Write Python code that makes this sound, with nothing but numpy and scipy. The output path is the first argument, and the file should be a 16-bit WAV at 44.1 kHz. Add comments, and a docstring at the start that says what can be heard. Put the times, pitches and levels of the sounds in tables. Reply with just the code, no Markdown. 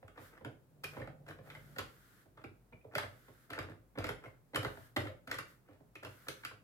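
"""A plastic circular knitting machine, cranked slowly on a wooden table in a small room, miked close.
From the start, needles drag over the cam and land in clusters of ticks, clacks and knocks that thump
through frame and table; yarn hisses through the fingers, and now and then a freed needle pings.
Within the first second a faint, distant hum swells; it sags and is gone before the second is two.
From about three seconds on the clusters hit harder, with short rests, to the end."""
import sys
import numpy as np
from scipy import signal
from scipy.fft import rfft, irfft, next_fast_len
from scipy.io import wavfile

SR = 44100
rng = np.random.default_rng(int(sys.argv[2]) if len(sys.argv) > 2 else 0)


def unload_audio(sound):
    """Save the sound as a 16-bit wav file, at the path given as the first command line argument."""
    columns = np.transpose(np.atleast_2d(sound))
    # keep every value between -1 and 1, then stretch to whole-number steps
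    steps = np.round(np.clip(columns, -1, 1) * 32767)
    wavfile.write(sys.argv[1], SR, steps.astype(np.int16))


N = 292383
TIME = np.arange(N) / SR

# the small room's tail: f/Hz, t60/s, level against the direct sound/dB, left-right likeness
ROOM_TAIL = [(78, 0.58, -7, 0.51), (248, 0.34, 0.5, 0.92), (610, 0.36, -0.5, 0.39), (1480, 0.31, -0.73, 0),
             (3960, 0.29, 1.5, 0), (8000, 0.31, 0, 0.057), (14500, 0.17, -4, 0)]
# modes of the plastic frame, the needle ring and the needle tips: f/Hz, width/Hz, gain/dB
FRAME_MODES = [(261.4, 71, -4), (338.5, 40, -1), (401, 78, -3.5), (530, 59, 0.5), (619, 43, -0.5),
               (726, 350, -10)]
RING_MODES = [(800, 260, -7), (1106, 124, 0), (1238, 129, 3), (1484, 236, 2.5), (1757, 192, 1.5),
              (1938, 295, -0.5), (2403, 580, -4), (2806, 480, -4.5), (3065, 374, -5), (3650, 1560, -14)]
TIP_MODES = [(4760, 930, 8.5), (6370, 700, 7.5), (7070, 1040, 6), (11000, 1750, 8), (13400, 1340, 5),
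             (14800, 810, 2)]
# needles dragging on the cam: t/s, length/s, relative level/dB
CAM_DRAGS = [(0.144, 0.1, -64), (0.306, 0.09, -62), (0.919, 0.14, -56), (1.273, 0.045, -56.5),
             (1.439, 0.14, -62), (2.366, 0.062, -65.5), (2.911, 0.073, -59), (2.953, 0.12, -66),
             (3.493, 0.17, -53.5), (3.693, 0.037, -58), (3.973, 0.14, -49), (4.223, 0.051, -57.5),
             (4.532, 0.16, -51), (4.975, 0.11, -55), (5.286, 0.075, -51.5), (5.65, 0.12, -72.5),
             (6.026, 0.054, -54)]


def from_db(db):
    """Decibels to gain."""
    return 10 ** (np.asarray(db) / 20)


def rms_one(x):
    """Scale to an rms of 1."""
    return x / np.sqrt(np.mean(x ** 2) + 1e-30)


def at_level(rows, db):
    """Give each row the energy of 10 ms at its level."""
    return rows * (from_db(db) / np.sqrt(np.sum(rows ** 2, axis=1) / (SR / 100)))[:, None]


def at_hz(points, hz):
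    """Read every column of a table on a log-frequency axis."""
    known, *columns = np.transpose(points)
    return [np.interp(np.log(hz + 1e-9), np.log(known), c) for c in columns]


def band(x, low_hz, high_hz):
    """Keep the range in which a part radiates."""
    sos = signal.butter(3, [low_hz, min(high_hz, .45 * SR)], "band", fs=SR, output="sos")
    return signal.sosfilt(sos, x)


def add(track, s, sound):
    """Mix a stereo sound into a track from time s on."""
    start = max(0, round(s * SR))
    part = sound[:, :max(0, N - start)]
    track[:, start:start + part.shape[1]] += part


def place(x, pan_db, lag_ms):
    """Sound reaches the left microphone first; a positive pan makes it louder there."""
    late = np.roll(x, round(lag_ms * SR / 1000), axis=-1)
    return np.array([x * from_db(pan_db / 2), late * from_db(-pan_db / 2)])


def stereo_noise(alike, count):
    """Spectra of two white noises with the given likeness."""
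    mid, side = rfft(rng.standard_normal((2, count)))
    alike = np.clip(alike, -1, 1)
    return np.sqrt(1 + alike) * mid + np.sqrt(1 - alike) * side * [[1], [-1]]


def diffuse_noise(colour):
    """Coloured noise reaching the microphones from all round the room; rms 1."""
    count = 2 * next_fast_len(N // 2 + 1, True)
    hz = np.arange(count // 2 + 1) * SR / count
    _, _, alike = at_hz(ROOM_TAIL, hz)
    spectrum = stereo_noise(alike, count) * from_db(at_hz(colour, hz)[0])
    return rms_one(irfft(spectrum)[:, :N])


def resonate(force, modes, tilt_db=0):
    """Parallel resonances, neighbours in opposite senses, tilted by tilt_db per octave."""
    out, middle_hz = 0, np.median(np.array(modes)[:, 0])
    for k, (hz, width, db) in enumerate(modes):
        r = np.exp(-np.pi * width / SR)
        poles = [1, -2 * r * np.cos(2 * np.pi * hz / SR), r * r]
        gain = (-1) ** k * from_db(db + tilt_db * np.log2(hz / middle_hz))
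        out = out + gain * signal.lfilter(np.array([1, 0, -1]) * (1 - r * r) / 2, poles, force)
    return out


def bursts(rise_ms, chatter, chatter_s, grain_db, snap=0):
    """One row per contact: micro-impacts swell and fade with the pressure; weaker chatter follows."""
    t = np.arange(SR // 10) / SR
    age = t * 1000 / np.maximum(rise_ms, .2)[:, None]
    press = age * np.exp(1 - age) + chatter * np.exp(-t / chatter_s) * (1 - np.exp(-age))
    grains = rng.standard_normal((len(age), 2, len(t)))
    force = press * grains[:, 0] * from_db(grain_db * grains[:, 1]) + 1e-18
    # at full pressure the part snaps home in one clean impact
    force[np.arange(len(age)), np.argmax(press, axis=1)] += snap * np.sqrt(np.sum(force ** 2, axis=1))
    return force


def room_air():
    """The still air of the room, a low noise floor all round the microphones."""
    # spectrum of the air: f/Hz, relative density/dB
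    air_colour = [(25, 8), (38, -31), (50, 12), (70, -20.5), (120, 4.5), (200, -4.5), (550, -12),
                  (900, -18.5), (1500, -22), (3000, -31.5), (6000, -33.5), (16000, -30)]
    return from_db(-65.5) * diffuse_noise(air_colour)


def room(x):
    """Reflections off the near walls build up at once and die away octave by octave."""
    t, hz = np.arange(SR) / SR, np.arange(SR // 2 + 1)
    _, wet_db, alike = at_hz(ROOM_TAIL, hz)
    echoes = stereo_noise(alike, SR) * from_db(wet_db) / np.sqrt(2)
    octave = np.log2(np.clip(hz, 62.5, 16000) / 62.5)
    build_up = 1 - np.exp(-(t / 0.00033) ** 2)
    tail = 0
    for k in range(9):
        t60 = at_hz(ROOM_TAIL, 62.5 * 2 ** k)[0]
        fade = build_up * from_db(-60 * t / t60)
        share = np.clip(1 - abs(octave - k), 0, 1)
        tail = tail + irfft(echoes * share, SR) * fade / np.sqrt(np.sum(fade ** 2))
    return signal.fftconvolve(x, tail, axes=1)[:, :N]


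def distant_hum():
    """Far off, a low tone in a soft rush swells, sags in pitch and fades."""
    # spectrum of the rush: f/Hz, relative density/dB
    rush_colour = [(60, -15), (140, 7), (220, -5), (400, -11), (600, -7), (800, -17.5), (1100, -31),
                   (3000, -55)]
    start_s, end_s, attack_s, release_s = 0.68, 1.9, 0.25, 0.088
    pitch_hz, sag_hz, sag_s = 148.2, 12, 0.142
    remaining = np.maximum(end_s - TIME, 0)
    swell = np.clip(np.minimum((TIME - start_s) / attack_s, remaining / release_s), 0, 1)
    hz = pitch_hz - sag_hz * np.exp(-remaining / sag_s)
    tone = np.sqrt(2) * np.sin(2 * np.pi * np.cumsum(hz) / SR)
    return from_db(-63) * (swell * tone + np.sqrt(swell) * diffuse_noise(rush_colour))


def yarn():
    """Fibres rub over skin and plastic: a soft hiss swells with each pull and dies as the hand stops."""
    # the hand draws yarn through the fingers: t/s, length/s, relative level/dB
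    pulls = [(0.162, 0.12, -66.5), (0.855, 0.14, -69.5), (1.252, 0.041, -68), (1.416, 0.8, -72),
             (2.963, 0.49, -74), (4.2, 0.094, -78), (4.604, 0.26, -68.5), (4.956, 0.12, -71),
             (5.437, 0.08, -69.5), (6.032, 0.43, -70.5)]
    # spectrum of the rubbing fibres: f/Hz, relative density/dB
    hiss_colour = [(200, 7), (700, -14), (1000, -1), (1450, 10.5), (2000, 3.5), (2600, -5.5), (3200, -3.5),
                   (6000, -8.5), (9000, -7.5), (15000, -4), (17000, -27)]
    attack_s, release_s, droop_db = 0.063, 0.047, 2
    envelope = np.zeros(N)
    for s, length, db in pulls:
        age = TIME - s
        tension_db = -droop_db * (np.clip(age / length, 0, 1) - .5)
        attack = np.clip(age / attack_s, 0, 1)
        release = np.exp(-np.maximum(age - length, 0) / release_s)
        envelope += from_db(db + tension_db) * attack * release
    return from_db(5.5) * envelope * diffuse_noise(hiss_colour)


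def needle_drags():
    """Plastic rubs on the cam: dense, uneven slips sound the ring, the frame and the needle tips."""
    slips_per_s, scatter_db = 1500, 3.5
    pressure = np.zeros(N)
    for s, length, db in CAM_DRAGS:
        along = (TIME - s) / length
        pressure += from_db(db) * np.sqrt(np.maximum(4 * along * (1 - along), 0))
    slipping = rng.random(N) < slips_per_s / SR
    slips = slipping * rng.standard_normal(N) * from_db(scatter_db * rng.standard_normal(N)) + 1e-18
    ring = rms_one(band(resonate(slips, RING_MODES), 680, 2450))
    frame = from_db(-1) * rms_one(band(resonate(slips, FRAME_MODES), 228, 750))
    tips = from_db(-19) * rms_one(resonate(slips, TIP_MODES))
    return place(from_db(-3) * pressure * (ring + frame + tips), pan_db=-0.2, lag_ms=.14)


def pings():
    """A needle springs free or a plastic part slips, ringing briefly at its own pitch."""
    # parts let go: t/s, f/Hz, level/dB
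    releases = [(0.842, 2440, -43.5), (1.016, 1870, -51.5), (1.549, 2050, -54.5), (2.443, 2470, -55.5),
                (2.729, 2380, -60), (2.809, 2420, -71.5), (2.846, 443, -56.5), (2.953, 579, -43),
                (4.256, 2100, -57), (5.098, 518, -49.5), (5.955, 2500, -54.5)]
    s, hz, db = np.transpose(releases)
    forces = bursts(rise_ms=np.full(len(s), 2.4), chatter=0.14, chatter_s=0.0046, grain_db=0.5)
    rings = np.array([band(resonate(force, [(pitch, pitch * .055, 0)]), pitch * .75, pitch * 1.3)
                      for force, pitch in zip(forces, hz)])
    out = np.zeros((2, N))
    for start, ring in zip(s, at_level(rings, db)):
        add(out, start, place(ring, pan_db=-0.5, lag_ms=.05))
    return out


def contacts(rattles_per_drag=2):
    """Time, clack, weight, edge and slack of the clear contacts and of loose needles rattling in drags."""
    # plastic parts meeting: t/s, clack level/dB, weight/dB (knock over clack), edge/dB (tick over clack)
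    clear_contacts = [(0.026, -65, 9, -28.5), (0.078, -58.5, -2, -16), (0.174, -52, -1.5, -26.5),
                      (0.407, -66, 12.5, -37), (0.446, -47.5, 1.5, -18), (0.46, -60.5, 13, -21),
                      (0.834, -47, -4.5, -12.5), (0.84, -45.5, -10.5, -3), (0.965, -52.5, 8, -25),
                      (0.998, -56.5, 12.5, -22), (1.015, -59, -1, -19), (1.072, -53.5, 5, -22),
                      (1.262, -61.5, 1.5, -19), (1.285, -57, -5, -9), (1.307, -52, -8, -18.5),
                      (1.385, -61.5, 7.5, -23.5), (1.499, -52.5, -17, -17), (1.548, -54, -10, -17),
                      (1.759, -51.5, 2, -19), (1.783, -41, -3.5, -8.5), (1.79, -41.5, -6.5, -13),
                      (2.255, -77.5, 13.5, -17), (2.372, -58, -5, -27), (2.438, -52, 4, -18.5),
                      (2.721, -65, 8.5, -29.5), (2.843, -77, 23, -19), (2.95, -36, -4.5, -13),
                      (2.98, -34.5, -14, -12.5), (3.03, -46, 0, -21.5), (3.28, -63.5, 6, -19),
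                      (3.501, -48, -2.5, -12), (3.531, -44, -18, -15.5), (3.576, -46.5, 1.5, -30),
                      (3.587, -41.5, -8, -14), (3.683, -58.5, 7.5, -24.5), (3.952, -56.5, -0.5, -34.5),
                      (3.984, -46, 1.5, -11.5), (4.04, -40, -2.5, -13.5), (4.066, -48.5, -9, -9.5),
                      (4.088, -40, -1, -12.5), (4.254, -58, 5, -26), (4.532, -57, 10, -22),
                      (4.545, -41, 0, -16.5), (4.557, -33.5, -17, -10.5), (4.566, -45.5, 5, -33),
                      (4.628, -49.5, -2, -6), (4.646, -38, -1.5, -20), (4.769, -56, 1, -24),
                      (4.962, -33, 0, -16), (5.002, -50, -4, -12), (5.068, -48, -7, -21.5),
                      (5.272, -49.5, -2, -12.5), (5.312, -36.5, -17, -12.5), (5.341, -46.5, -24, -10.5),
                      (5.384, -40, -8.5, -12), (5.684, -69, 8, -28), (5.801, -78, 16.5, -20),
                      (5.952, -52.5, -4.5, -13), (6.03, -52, -20, -12), (6.047, -48.5, -4.5, -11),
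                      (6.266, -53.5, -5, -37), (6.283, -42, -4, -4.5), (6.433, -51, -15, -22.5),
                      (6.448, -41, -16.5, -10.5), (6.51, -53, -5.5, -26.5)]
    settle_s = 0.15  # a rest this long leaves the parts fully slack
    clear = np.transpose(clear_contacts)
    slack = np.clip(np.diff(clear[0], prepend=0) / settle_s, 0, 1)
    s, length, drag_db = np.repeat(CAM_DRAGS, rattles_per_drag, axis=0).T
    along = (np.arange(len(s)) % rattles_per_drag + rng.random(len(s))) / rattles_per_drag
    scatter_db = 3.5 * rng.standard_normal((len(s), 3))
    over_drag_db, weight_db, edge_db = (scatter_db + [-4, 4, -18.5]).T
    rattles = [s + along * length, drag_db + over_drag_db, weight_db, edge_db, np.zeros(len(s))]
    return np.hstack([[*clear, slack], rattles])


def needle_strikes(spot_count=5):
    """A contact ticks at the needle, clacks in the ring, knocks in the frame and thumps the table."""
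    # modes of the wooden table: f/Hz, width/Hz, gain/dB
    table_modes = [(47.5, 6.8, -12.5), (94.9, 12.6, -2), (120.8, 21, -2), (169.4, 64, -16)]
    usual_edge_db, halving_db, slack_ms, table_lag_s = -15.5, 44, 1.8, 0.0055
    s, clack_db, weight_db, edge_db, slack = contacts()
    # a sharper contact is shorter, favours the ring's high modes and shakes the table less
    sharp_db = edge_db - usual_edge_db
    ms = 2.0 * .5 ** (sharp_db / halving_db) + slack_ms * slack
    tilt_db = 1.16 + 0.34 * sharp_db
    thump_db = clack_db + weight_db - 2 - 0.26 * sharp_db
    on_table = bursts(ms * 1.09, chatter=0.029, chatter_s=0.015, grain_db=2.5)
    on_frame = bursts(ms * 0.9, chatter=0.13, chatter_s=0.032, grain_db=3.0)
    on_ring = bursts(ms * 0.7534, chatter=0.11, chatter_s=0.004, grain_db=3.0, snap=0.78)
    on_tips = bursts(ms * 0.77, chatter=0.12, chatter_s=0.0076, grain_db=0.5, snap=0.45)
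    thump = band(resonate(on_table, table_modes), 30, 164)
    thump = np.pad(thump, ((0, 0), (round(table_lag_s * SR), 0)))[:, :thump.shape[1]]
    knock = band(resonate(on_frame, FRAME_MODES), 172, 1054)
    clack = band(resonate(on_ring, RING_MODES, tilt_db[:, None]), 590, 4330)
    tick = band(resonate(on_tips, TIP_MODES), 4040, 20000)
    hits = (place(at_level(thump, thump_db), pan_db=1.5, lag_ms=.18)
            + place(at_level(knock, clack_db + weight_db), pan_db=-4.5, lag_ms=.25)
            + place(at_level(clack, clack_db), pan_db=0, lag_ms=.16)
            + place(at_level(tick, clack_db + edge_db + 0.22), pan_db=0.5, lag_ms=.14))
    # contacts fall at several spots round the ring, and each spot stirs the room in its own way
    spots = np.zeros((spot_count, 2, N))
    for k, start in enumerate(s):
        add(spots[k % spot_count], start, hits[:, k])
    return from_db(0.09) * sum(spot + room(spot) for spot in spots)


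def scene():
    """The machine close to the microphone pair, the room around it and the hum far behind."""
    needles = pings() + needle_drags()
    return needle_strikes() + needles + room(needles) + yarn() + distant_hum() + room_air()


def record(dry):
    """The microphones drop the deepest bass; the top is cut steeply."""
    low_cut_hz, high_cut_hz = 38, 16300
    lean = signal.sosfilt(signal.butter(4, low_cut_hz, "high", fs=SR, output="sos"), dry)
    return signal.sosfilt(signal.ellip(10, .1, 70, high_cut_hz, fs=SR, output="sos"), lean)


dry = scene()
out = record(dry)
unload_audio(out)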